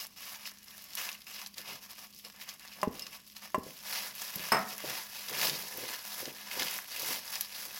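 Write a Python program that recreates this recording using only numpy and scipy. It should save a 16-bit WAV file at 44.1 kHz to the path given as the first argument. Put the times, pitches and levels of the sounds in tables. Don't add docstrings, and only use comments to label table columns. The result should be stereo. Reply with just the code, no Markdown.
import sys
import numpy as np
from scipy import signal
from scipy.fft import rfft, irfft, next_fast_len
from scipy.io import wavfile

SR = 44100
rng = np.random.default_rng(int(sys.argv[2]) if len(sys.argv) > 2 else 0)


def put_to_file(sound):
    columns = np.atleast_2d(sound).T
    safe = np.clip(columns, -1, 1)
    whole_steps = np.round(safe * 32767)
    wavfile.write(sys.argv[1], SR, whole_steps.astype(np.int16))


N = 343539
T = np.arange(N) / SR
STEPS = T[::64]
LEFT_RIGHT = np.array([[.5], [-.5]])

# (start [s], length [s], crackle level [dB], depth of the crunch [dB])
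WIPE_STROKES = [(-.02, 0.056, -42, -9.5), (0.157, 0.21, -48, -6), (0.38, 0.086, -51.5, -3.5),
                (0.45, 0.034, -44.5, -9.5), (0.65, 0.19, -55, -6), (0.836, 0.16, -54.5, -4.5),
                (0.959, 0.11, -40, -5), (1.046, 0.096, -47.5, -4), (1.256, 0.19, -48.5, -5.5),
                (1.56, 0.052, -47, -3.5), (1.633, 0.13, -47.5, -4), (1.804, 0.056, -50.5, -7.5),
                (1.887, 0.025, -47, -3), (1.961, 0.086, -49.5, -5), (2.14, 0.076, -55.5, -26),
                (2.234, 0.032, -50.5, -1), (2.33, 0.22, -60.5, 0), (2.395, 0.024, -45.5, -10),
                (2.463, 0.045, -50, -2.5), (2.587, 0.27, -55.5, -3.5), (2.909, 0.17, -54.5, -1.5),
                (3.109, 0.06, -49.5, -3), (3.25, 0.063, -58, -23), (3.345, 0.043, -53, -4),
                (3.407, 0.063, -51.5, -2), (3.617, 0.17, -53, -8.5)]
WIPE_ATTACK_S, WIPE_RELEASE_S, WIPE_ARCH_DB = 0.02, 0.02, 3
# (crest [s], rise [s], fall [s], crackle level [dB], depth of the crunch [dB])
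TOSS_STROKES = [(3.945, 0.098, 0.096, -39, -5.5), (4.055, 0.08, 0.061, -41.5, -5),
                (4.22, 0.069, 0.12, -41, -7.5), (4.45, 0.15, 0.21, -43, -3),
                (4.72, 0.062, 0.035, -42.5, -6.5), (4.934, 0.13, 0.11, -39.5, -4),
                (5.19, 0.11, 0.11, -44, -7.5), (5.3, 0.018, 0.035, -47, -11),
                (5.37, 0.091, 0.14, -40.5, -3), (5.457, 0.086, 0.056, -31.5, -5),
                (5.58, 0.11, 0.087, -40, -7), (5.77, 0.14, 0.14, -43, -7), (5.93, 0.087, 0.068, -43, -2.5),
                (6.17, 0.16, 0.14, -41, -7), (6.41, 0.11, 0.1, -48.5, -4.5), (6.62, 0.12, 0.12, -38, -3),
                (6.76, 0.098, 0.06, -40.5, -7), (6.98, 0.11, 0.12, -41.5, -5.5),
                (7.095, 0.068, 0.093, -34.5, -8), (7.345, 0.098, 0.072, -40.5, -5.5),
                (7.44, .03, 0.037, -46, -7), (7.6, 0.12, 0.11, -43, -7), (7.78, 0.077, .08, -45.5, -7.5)]
EASE_DB, EASE_SHAPE = 9, 1.96
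REST_DB, REST_DEPTH_DB = -61.5, -12

# (rate [per s], spread of sizes [dB], level against the stroke [dB])
FLAKE_GRAINS = (6000, 2.5, 3.3)
# (rate [per s], spread of sizes [dB], level against the stroke [dB])
GLOVE_GRAINS = (170, 3.1, -18)
# (frequency [Hz], level [dB])
CRACKLE_SPECTRUM = [(40, -22), (250, -20.5), (440, -11.5), (700, -3), (1100, -2), (1400, -4), (2000, -1.5),
                    (3400, -2.5), (5200, 0.2), (6800, -4), (7900, -6), (8700, -13), (9700, -5.5),
                    (12000, 0.5), (15600, -3)]
# (frequency [Hz], width [Hz], level [dB])
PLATE_RESONANCES = [(606, 92, 1), (1100, 74, 10), (1680, 160, -6), (2350, 370, -0.5), (2820, 190, -0.5),
                    (5240, 500, -3)]
# (frequency [Hz], width [Hz], level [dB])
BOWL_RESONANCES = [(638, 104, 0.5), (1020, 240, -0.5), (1640, 380, 0), (2320, 240, -14),
                   (4900, 2300, -14.5)]
# (start [s], length [s], first pitch [Hz], last pitch [Hz], level [dB])
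HOLLOW_SCRAPES = [(.2, 0.19, 1400, 900, -3), (.5, 0.28, 1600, 1750, 7), (.98, 0.15, 1700, 1100, 2),
                  (1.38, 0.082, 1150, 680, 8), (1.64, 0.087, 1100, 720, 0), (1.97, 0.098, 1000, 580, -1),
                  (2.31, .14, 1350, 2100, 9), (2.61, .13, 2000, 1450, 3), (2.783, 0.063, 700, 640, 13)]
SCRAPE_WIDTH_HZ = 450
PLATE_PAN_DB, BOWL_PAN_DB = .4, -2
TREBLE_PAN_DB, TREBLE_PAN_HZ = -2, 7000

# (time [s], peak level [dB], centre [Hz], length of the crack [ms])
LOUD_SNAPS = [(.0672, -30, 12200, 1), (0.4549, -28, 2060, 1.5), (.4733, -28, 2620, 2),
              (0.821, -33, 12000, 1), (.8405, -33, 12000, 1), (.9328, -32, 5120, 2),
              (0.9517, -19, 12100, .6), (0.9727, -27, 3200, 1.5), (1.0889, -19, 2400, 1.1),
              (1.115, -28, 6000, 1), (1.128, -29, 5500, .6), (1.149, -33, 2400, 1), (1.2181, -33, 4930, 1),
              (1.2665, -33, 2760, 2), (1.4145, -30, 5500, 2), (1.541, -35, 4500, 2),
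              (1.4606, -27.5, 4200, 4), (1.4705, -27, 11000, .6), (1.5808, -25, 5180, 1.5),
              (1.9116, -31, 13000, .7), (2.1355, -40, 5150, 1.5), (2.162, -39, 5220, 1),
              (2.2483, -33, 5140, 1), (2.4124, -34, 1920, 2), (2.4892, -25.5, 5110, 1.2),
              (2.494, -26, 5110, 1.2), (2.5945, -32.5, 5830, 2), (2.8145, -31, 5090, 3),
              (2.9931, -28, 5130, 3), (3.0659, -31, 4500, 3), (3.3643, -33, 5120, 3),
              (3.9255, -26, 4080, .4), (4.1515, -27, 10000, .7), (4.357, -21, 13800, .7),
              (4.7795, -26, 11500, 1), (5.2839, -25, 4390, 2.5), (5.4142, -15.5, 3600, .5),
              (5.4695, -16, 4000, .5), (5.4959, -15, 4500, .7), (5.7723, -23, 11600, .5),
              (6.2053, -25, 14400, .5), (6.2542, -24, 3890, 1.6), (6.5126, -23.5, 2600, 2.5),
              (6.5954, -15, 3500, 1.1), (6.6205, -16, 2600, .7), (6.6302, -17, 4000, .7),
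              (6.6664, -22, 4690, .3), (6.681, -23, 3000, 3), (6.7093, -21, 13700, .8),
              (6.7385, -24, 13000, .5), (6.7465, -24, 13000, .4), (6.78, -25, 13000, .8),
              (6.787, -26, 1500, .6), (6.9945, -25, 14200, .5), (6.9996, -20, 14100, .5),
              (7.0194, -20, 12400, .5), (7.2775, -28, 5730, 1), (7.3547, -24, 5440, .5),
              (7.4086, -14, 10500, .8), (7.4195, -24, 5910, 1), (7.6525, -25, 14100, .5)]
SPURT_DB, SPURT_S = -17, 0.0091
CRINKLES_PER_S, CRINKLE_DB, CRINKLE_SPREAD_DB, CRINKLE_LOW_HZ = 34, -36.5, 3, 2550
USUAL_DB, CRINKLE_FOLLOW = -44.5, 0.33

# (crest [s], rise [s], fall [s], level [dB])
PALM_PRESSES = [(1.59, 0.013, 0.022, -55), (1.72, .05, 0.063, -55.5), (2.255, 0.01, 0.017, -53),
                (2.93, 0.13, 0.12, -55), (3.67, 0.064, 0.052, -53), (4.38, 0.027, 0.056, -52.5),
                (4.69, 0.067, .05, -58), (4.86, 0.027, 0.09, -49.5), (5.32, 0.042, 0.081, -52),
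                (5.485, 0.12, 0.1, -47), (5.83, 0.13, 0.079, -51.5), (6.249, 0.047, 0.065, -50),
                (6.62, 0.063, 0.052, -49), (7.1, 0.12, 0.059, -53), (7.67, 0.027, 0.052, -60)]
# (time [s], level [dB], pitch [Hz])
CLUMP_LANDINGS = [(4.839, -24.5, 437), (5.314, -32.5, 328), (5.483, -36, 260), (5.777, -30.5, 343),
                  (5.832, -28.5, 360), (5.899, -38, 330), (6.223, -31, 370), (6.276, -30, 370),
                  (6.568, -29, 390), (6.613, -26.5, 370), (7.029, -33, 400), (7.1, -39, 350)]
# (multiple of its pitch [ratio], level [dB], time to fade by 60 dB [s])
PLOP_MODES = [(.74, -1, 0.029), (1, 4, 0.023), (1.3, 4, .025), (1.7, -7, 0.029)]
# (frequency [Hz], level [dB])
GREENS_SPECTRUM = [(30, -31), (90, -13), (160, 1), (330, -0.5), (480, 3.5), (750, -1), (1500, -25.5),
                   (5000, -64)]
DRAG_DB = -23

# (time [s], level [dB], contact time [ms])
BOWL_KNOCKS = [(2.8308, -11, 0.47), (2.8355, -26, 0.92), (3.5453, -14, 0.44), (3.5482, -19.5, 0.55),
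               (3.5556, -25, 1.2), (4.36, -36, 4.7), (4.396, -35, 3.8)]
# (frequency [Hz], level [dB], time to fade by 60 dB [s])
BOWL_MODES = [(181, -9, 0.077), (385, -10, 0.051), (447, -18, 0.04), (623, 1, 0.04), (826, 4, 0.035),
              (1025, 8.5, 0.031), (1107, -1.5, 0.085), (1720, 4.5, 0.011), (1980, 3, 0.011),
              (2740, 4.5, 0.027), (4540, 1, .01)]
# (time [s], peak level [dB], pitch [Hz])
BASE_THUMPS = [(2.876, -21, 300), (2.8805, -24, 312), (3.5817, -25, 300), (3.586, -31, 330),
               (3.6665, -38.5, 400)]
THUMP_CYCLES = 0.53
# (frequency [Hz], width [Hz], level [dB])
COUNTER_GIVE = [(78, 27, 6.5)]

# (time [s], china level [dB], counter thud level [dB],
# share of the free ring time that the grip leaves [ratio])
PLATE_CONTACTS = [(2.248, -33, -53, 0.54), (2.994, -42, -59, .7), (3.0215, -24.5, -63.5, 0.44),
                  (3.066, -44, -52, .4), (4.519, -15, -16, 0.92), (4.521, -11.5, -12, 0.94),
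                  (4.528, -31, -26, 1), (4.5465, -28, -19, 1), (4.568, -29.5, -21.5, 1),
                  (4.583, -37, -28.5, 1)]
# (frequency [Hz], level [dB], time to fade by 60 dB [s])
CHINA_MODES = [(2370, -24, 0.082), (2805, -16.5, 0.11), (5174, -10.5, 0.15), (5210, -7.5, 0.15),
               (5160, -1.5, 0.033), (8468, -16, 0.1), (11160, -11, 0.048), (13560, -12, 0.048)]
# (frequency [Hz], level [dB], time to fade by 60 dB [s])
COUNTER_MODES = [(151.6, -13.5, 0.16), (195, -8, 0.17), (437, -10.5, 0.2), (652, -3, 0.19), (742, -2, 0.19),
                 (1070, -6, 0.15), (1130, -4, .19), (1230, 7, 0.049), (1290, 4, 0.11), (1384, 5, .04),
                 (940, -7, .05), (1517, -9, 0.13), (1696, -7, 0.11), (1850, -1.5, 0.17), (2020, -3, 0.11),
                 (2350, -3, .09)]
# (frequency [Hz], level [dB])
THUD_SPECTRUM = [(40, -44), (110, -11), (190, 3), (400, -7), (700, 1), (1300, 7.5), (1700, 3.5), (2600, -4),
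                 (3300, -14.5), (6000, -23), (9000, -21), (15000, -21)]
# (time [s], level [dB])
PLATE_NUDGES = [(.012, -43), (1.267, -41), (2.625, -49), (2.992, -42), (3.024, -50)]
NUDGE_DULL_DB_PER_OCTAVE, NUDGE_RISE_S = 21, 0.0028

# (frequency [Hz], level [dB])
AIR_SPECTRUM = [(20, -8), (70, 4), (140, 1.5), (200, 10), (280, 1.5), (400, -3), (600, -10), (1100, -24),
                (2500, -2), (8000, -17), (16000, -47)]
AIR_DB, HUM_HZ, HUM_DB = -66.5, 204.6, -68
HUM_WIDTH_HZ, HUM_STEADY_DB = 4.9, 3.5
# (frequency [Hz], time to fade by 60 dB [s])
KITCHEN_FADE = [(100, 0.45), (500, 0.44), (2000, 0.37), (6000, 0.14), (15000, 0.075)]
EDGE_HZ = 16100


def wipe(start, length):
    t = STEPS - start
    across = 2 * np.clip(t / length, 0, 1) - 1
    arch = amp(WIPE_ARCH_DB * (0.06 - across ** 2))
    attack = np.clip(t / WIPE_ATTACK_S, 0, 1)
    release = np.exp(-np.clip((t - length) / WIPE_RELEASE_S, 0, 20))
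    return arch * attack * release


def sweep(crest, rise, fall):
    away = np.maximum((crest - STEPS) / rise, (STEPS - crest) / fall)
    return amp(-EASE_DB * np.minimum(away, 10) ** EASE_SHAPE)


def effort():
    strokes = [(wipe(s, length), db, depth) for s, length, db, depth in WIPE_STROKES]
    strokes += [(sweep(s, rise, fall), db, depth) for s, rise, fall, db, depth in TOSS_STROKES]
    power = amp(REST_DB) ** 2
    deep = amp(REST_DB + REST_DEPTH_DB) ** 2
    for shape, db, depth in strokes:
        power = power + (shape * amp(db)) ** 2
        deep = deep + (shape * amp(db + depth)) ** 2
    stroke_db = np.interp(T, STEPS, 10 * np.log10(power))
    depth_db = np.interp(T, STEPS, 10 * np.log10(deep / power))
    return stroke_db, depth_db


def grains(per_s, spread_db, restless_db=8.0, size=36, count=6):
    out = np.zeros((2, N))
    knots = np.arange(0, 8, .022)
    fade = np.exp(-4 * np.arange(size) / size)
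    for _ in range(count):
        when, chance, strength = rng.random((3, 16000))
        at = (when * N).astype(int)
        happens = chance < per_s * N / SR / count / len(at)
        busy_db = restless_db * np.interp(at / SR, knots, rng.uniform(-0.74, 1, len(knots)))
        size_db = spread_db * np.minimum(-np.log(strength), 4)
        sign = (-1) ** at
        clicks = np.bincount(at, happens * amp(busy_db + size_db) * sign, N)
        for side in out:
            grain = unit(rng.standard_normal(size) * fade)
            side += np.convolve(clicks, grain)[:N]
    return unit(out)


def rustle(stroke_db, depth_db):
    level_db = stroke_db + 1.1 * wander(.007)
    flake_rate, flake_spread_db, flake_db = FLAKE_GRAINS
    fine = grains(flake_rate, flake_spread_db, restless_db=2.5) * amp(level_db + flake_db)
    tick_rate, tick_spread_db, tick_db = GLOVE_GRAINS
    ticks = grains(tick_rate, tick_spread_db, restless_db=4) * amp(.7 * level_db + tick_db)
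    crackle = colour(two_ports(fine + ticks, shared_hz=1530), CRACKLE_SPECTRUM)
    deep = signal.sosfiltfilt(signal.butter(2, 3200, fs=SR, output="sos"), crackle)
    crackle = crackle + deep * (amp(depth_db + 5.0) - 1)
    for hz in (850, 1700, 2720, 4220):
        band = resonate(crackle, [(hz, hz / 3, 0)])
        crackle = crackle + band * (amp(1.9 * wander(.03) - .4) - 1)
    return crackle


def scrape(x):
    out = np.zeros_like(x)
    r = np.exp(-np.pi * SCRAPE_WIDTH_HZ / SR)
    for s, length, from_hz, to_hz, db in HOLLOW_SCRAPES:
        part = x[:, round(s * SR):][:, :round(length * SR)]
        n = part.shape[1]
        turn = np.exp(2j * np.pi * np.cumsum(np.geomspace(from_hz, to_hz, n)) / SR)
        smooth = signal.lfilter([1 - r], [1, -r], part / turn)
        ringing = 2 * (turn * smooth).real
        add(out, s, amp(db) * ringing * signal.windows.tukey(n, .3))
    return out


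def snap(hz, length_ms):
    t = np.arange(SR // 25) / SR
    flip = np.exp(-(np.maximum(t - .0011, 0) * 1000 / length_ms) ** 2)
    onset = np.minimum(t / .0011, 1) ** 4
    spurt = amp(SPURT_DB) * np.exp(-t / SPURT_S)
    crack = rng.standard_normal((2, len(t))) * onset * (flip + spurt)
    crack = resonate(colour(crack, CRACKLE_SPECTRUM, size=256), [(hz, hz * 0.8, 0)])
    return crack / abs(crack).max()


def snaps(stroke_db):
    out = np.zeros((2, N))
    for s, db, hz, length_ms in LOUD_SNAPS:
        add(out, s, amp(db + 2.5) * snap(hz, length_ms))
    creases = [snap(hz, .9) for hz in np.geomspace(CRINKLE_LOW_HZ, 14000, 30)]
    for when, chance, strength, pick, side in rng.random((400, 5)):
        if chance < CRINKLES_PER_S * N / SR / 400:
            follow_db = CRINKLE_FOLLOW * (stroke_db[int(when * N)] - USUAL_DB)
            size_db = CRINKLE_SPREAD_DB * min(-np.log(strength), 2)
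            pan_db = (side - .5) * np.array([[8], [-8]])
            crease = creases[int(pick * len(creases))]
            add(out, when * N / SR, amp(CRINKLE_DB + follow_db + size_db + pan_db) * crease)
    return out


def glove(stroke_db, depth_db):
    crackle = rustle(stroke_db, depth_db)
    in_bowl = follow([(3.5, 0.55), (3.8, 1)])
    thin = signal.lfilter(*signal.butter(1, 500, "high", fs=SR), crackle)
    on_plate = thin + amp(-0.5) * resonate(thin, PLATE_RESONANCES) + scrape(thin)
    in_heap = amp(-0.9) * crackle + amp(-4.5) * resonate(crackle, BOWL_RESONANCES)
    hand = (1 - in_bowl) * on_plate + in_bowl * in_heap + snaps(stroke_db)
    treble = signal.sosfiltfilt(signal.butter(1, TREBLE_PAN_HZ, "high", fs=SR, output="sos"), hand)
    hand = hand + in_bowl * treble * (amp(TREBLE_PAN_DB * LEFT_RIGHT) - 1)
    return hand * amp(follow([(3.5, PLATE_PAN_DB), (3.8, BOWL_PAN_DB)]) * LEFT_RIGHT)


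def greens(stroke_db):
    rubbing = colour(two_ports(rng.standard_normal((2, N)), shared_hz=1030), GREENS_SPECTRUM)
    presses = sum(amp(db) * sweep(s, rise, fall) for s, rise, fall, db in PALM_PRESSES)
    push = amp(stroke_db + DRAG_DB) + np.interp(T, STEPS, presses)
    out = push * amp(-3.0 + 2 * wander(.015)) * unit(rubbing)
    t = np.arange(SR // 10) / SR
    soft_start = (1 - np.exp(-t / 0.0022)) ** 2
    for s, db, hz in CLUMP_LANDINGS:
        modes = [(k * hz * rng.uniform(0.95, 1.113), level, t60) for k, level, t60 in PLOP_MODES]
        plop = ring(modes, t, apart_hz=2000)
        add(out, s, amp(db) * plop * soft_start)
    return signal.lfilter(*signal.butter(2, 70, "high", fs=SR), out)


def bowl():
    t = np.arange(SR // 3) / SR
    out = np.zeros((2, N))
    for s, db, contact_ms in BOWL_KNOCKS:
        force = np.sin(np.pi * np.minimum(1000 * t / contact_ms, 1)) ** 2
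        ringing = ring(BOWL_MODES, t, apart_hz=1500)
        knock = signal.fftconvolve(ringing, force[None], axes=1)[:, :len(t)]
        tick = rng.standard_normal((2, len(t))) * np.exp(-t / 0.0034) * amp(-11 - 20 * contact_ms)
        add(out, s, amp(db) * (knock / abs(knock).max() + tick))
    return out


def thumps():
    t = np.arange(-SR // 100, SR // 100) / SR
    out = np.zeros((2, N))
    for s, db, hz in BASE_THUMPS:
        push = np.cos(2 * np.pi * hz * t) * np.exp(-(hz * t / THUMP_CYCLES) ** 2)
        add(out, s + t[0], -amp(db) * push[None])
    return out + resonate(out, COUNTER_GIVE)


def plate():
    t = np.arange(SR // 2) / SR
    out = np.zeros((2, N))
    for s, ring_db, thud_db, free in PLATE_CONTACTS:
        gripped = [(hz, db, t60 * free) for hz, db, t60 in CHINA_MODES]
        china = ring(gripped, t, apart_hz=3000) * amp([[-3], [2]]) * (1 - np.exp(-t / 0.00042))
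        noise = two_ports(rng.standard_normal((2, len(t))), shared_hz=793)
        dense = colour(noise, THUD_SPECTRUM) * amp(-60 * t / 0.1)
        boom = ring(COUNTER_MODES, t, apart_hz=1200) * (1 - np.exp(-t / 0.0031))
        counter = amp(-17.0) * boom + amp(-7.0) * dense
        add(out, s, amp(ring_db - 5.5) * china + amp(thud_db) * counter * amp([[-.6], [.6]]))
    return out


def nudges():
    t = np.arange(SR // 4) / SR
    out = np.zeros((2, N))
    centre_hz = CHINA_MODES[1][0]
    modes = []
    for hz, db, t60 in CHINA_MODES:
        dull_db = NUDGE_DULL_DB_PER_OCTAVE * abs(np.log2(hz / centre_hz))
        modes.append((hz, db - dull_db, t60))
    for s, db in PLATE_NUDGES:
        note = ring(modes, t, apart_hz=3000) * (1 - np.exp(-t / NUDGE_RISE_S))
        add(out, s, amp(db) * note / abs(note).max())
    return out


def background():
    air = unit(colour(two_ports(rng.standard_normal((2, N)), shared_hz=475), AIR_SPECTRUM))
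    hz = np.fft.rfftfreq(N, 1 / SR)
    narrow = 1 + ((hz - HUM_HZ) / HUM_WIDTH_HZ) ** 2
    waver = unit(irfft(rfft(rng.standard_normal(N)) / narrow, N))
    tone = unit(np.sin(2 * np.pi * HUM_HZ * T + 0.53 * wander(.09)))
    hum = unit(waver + amp(HUM_STEADY_DB) * tone)
    return amp(AIR_DB) * air + amp(HUM_DB) * hum


def kitchen(x, early_db, tail_db, count=14):
    hz, t, z = signal.stft(rng.standard_normal((2, SR // 2)), SR, nperseg=256)
    fade = amp(-60 * t / read(KITCHEN_FADE, hz)[:, None]) * np.minimum(t / 0.0028, 1)
    tail = signal.istft(z * fade, SR, nperseg=256)[1]
    echoes = np.zeros_like(tail)
    for side in echoes:
        delay = rng.uniform(0.0021, 0.02, count)
        side[(delay * SR).astype(int)] = rng.choice([-1, 1], count) * np.exp(-delay / 0.0042)
    early = amp(early_db) * echoes / np.linalg.norm(echoes[0])
    late = amp(tail_db) * tail / np.linalg.norm(tail[0])
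    response = two_ports(early + late, shared_hz=680)
    return x + signal.oaconvolve(x, response, axes=1)[:, :N]


def ring(modes, t, apart_hz):
    out = np.zeros((2, len(t)))
    for hz, db, t60 in modes:
        lag = np.array([[-1], [1]]) * rng.choice([-1, 1]) * min(hz / apart_hz, 1) * np.pi / 4
        out += amp(db - 60 * t / t60) * np.cos(2 * np.pi * hz * t + lag)
    return out


def resonate(x, modes):
    return sum(amp(db) * signal.lfilter(*signal.iirpeak(hz, hz / width, fs=SR), x) for hz, width, db in modes)


def colour(x, points, size=2048):
    log_gain = np.log(amp(read(points, abs(np.fft.fftfreq(size, 1 / SR)))))
    taps = np.fft.ifft(np.exp(np.conj(signal.hilbert(log_gain)))).real
    return signal.oaconvolve(x, taps[None] / np.linalg.norm(taps), axes=1)[:, :x.shape[1]]


def two_ports(x, shared_hz):
    n = next_fast_len(x.shape[1], real=True)
    same = 1 / (1 + (np.fft.rfftfreq(n, 1 / SR) / shared_hz) ** 2)
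    a, b = rfft(x, n)
    return irfft([a, same * a + np.sqrt(1 - same ** 2) * b], n)[:, :x.shape[1]]


def wander(seconds):
    knots = np.arange(0, 8, max(seconds, .004))
    return unit(np.interp(T, knots, rng.standard_normal(len(knots))))


def amp(db):
    return np.exp(np.asarray(db) * (np.log(10) / 20))


def unit(x):
    return x / np.sqrt(np.mean(x ** 2) + 1e-20)


def follow(rows):
    return np.interp(T, *np.transpose(rows))


def read(points, hz):
    f, value = np.transpose(points)
    return np.interp(np.log(hz + 1), np.log(f), value)


def add(mix, s, sound):
    part = mix[:, round(s * SR):][:, :sound.shape[1]]
    part += sound[:, :part.shape[1]]


def scene():
    stroke_db, depth_db = effort()
    hand = glove(stroke_db, depth_db)
    bowl_knocks = signal.lfilter(*signal.butter(2, 120, "high", fs=SR), bowl())
    knocks = kitchen(bowl_knocks, early_db=-10.0, tail_db=-14.0)
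    knocks += kitchen(thumps(), early_db=-14, tail_db=-18)
    clatter = kitchen(plate() + nudges(), early_db=-11.5, tail_db=-8)
    hand_and_greens = kitchen(hand + greens(stroke_db), early_db=-10.0, tail_db=-14.5)
    return hand_and_greens + knocks + clatter + background()


def record(dry):
    taps = signal.firwin(401, EDGE_HZ, window=("kaiser", 9), fs=SR)
    return signal.oaconvolve(dry, taps[None], "same")


dry = scene()
out = record(dry)
put_to_file(out)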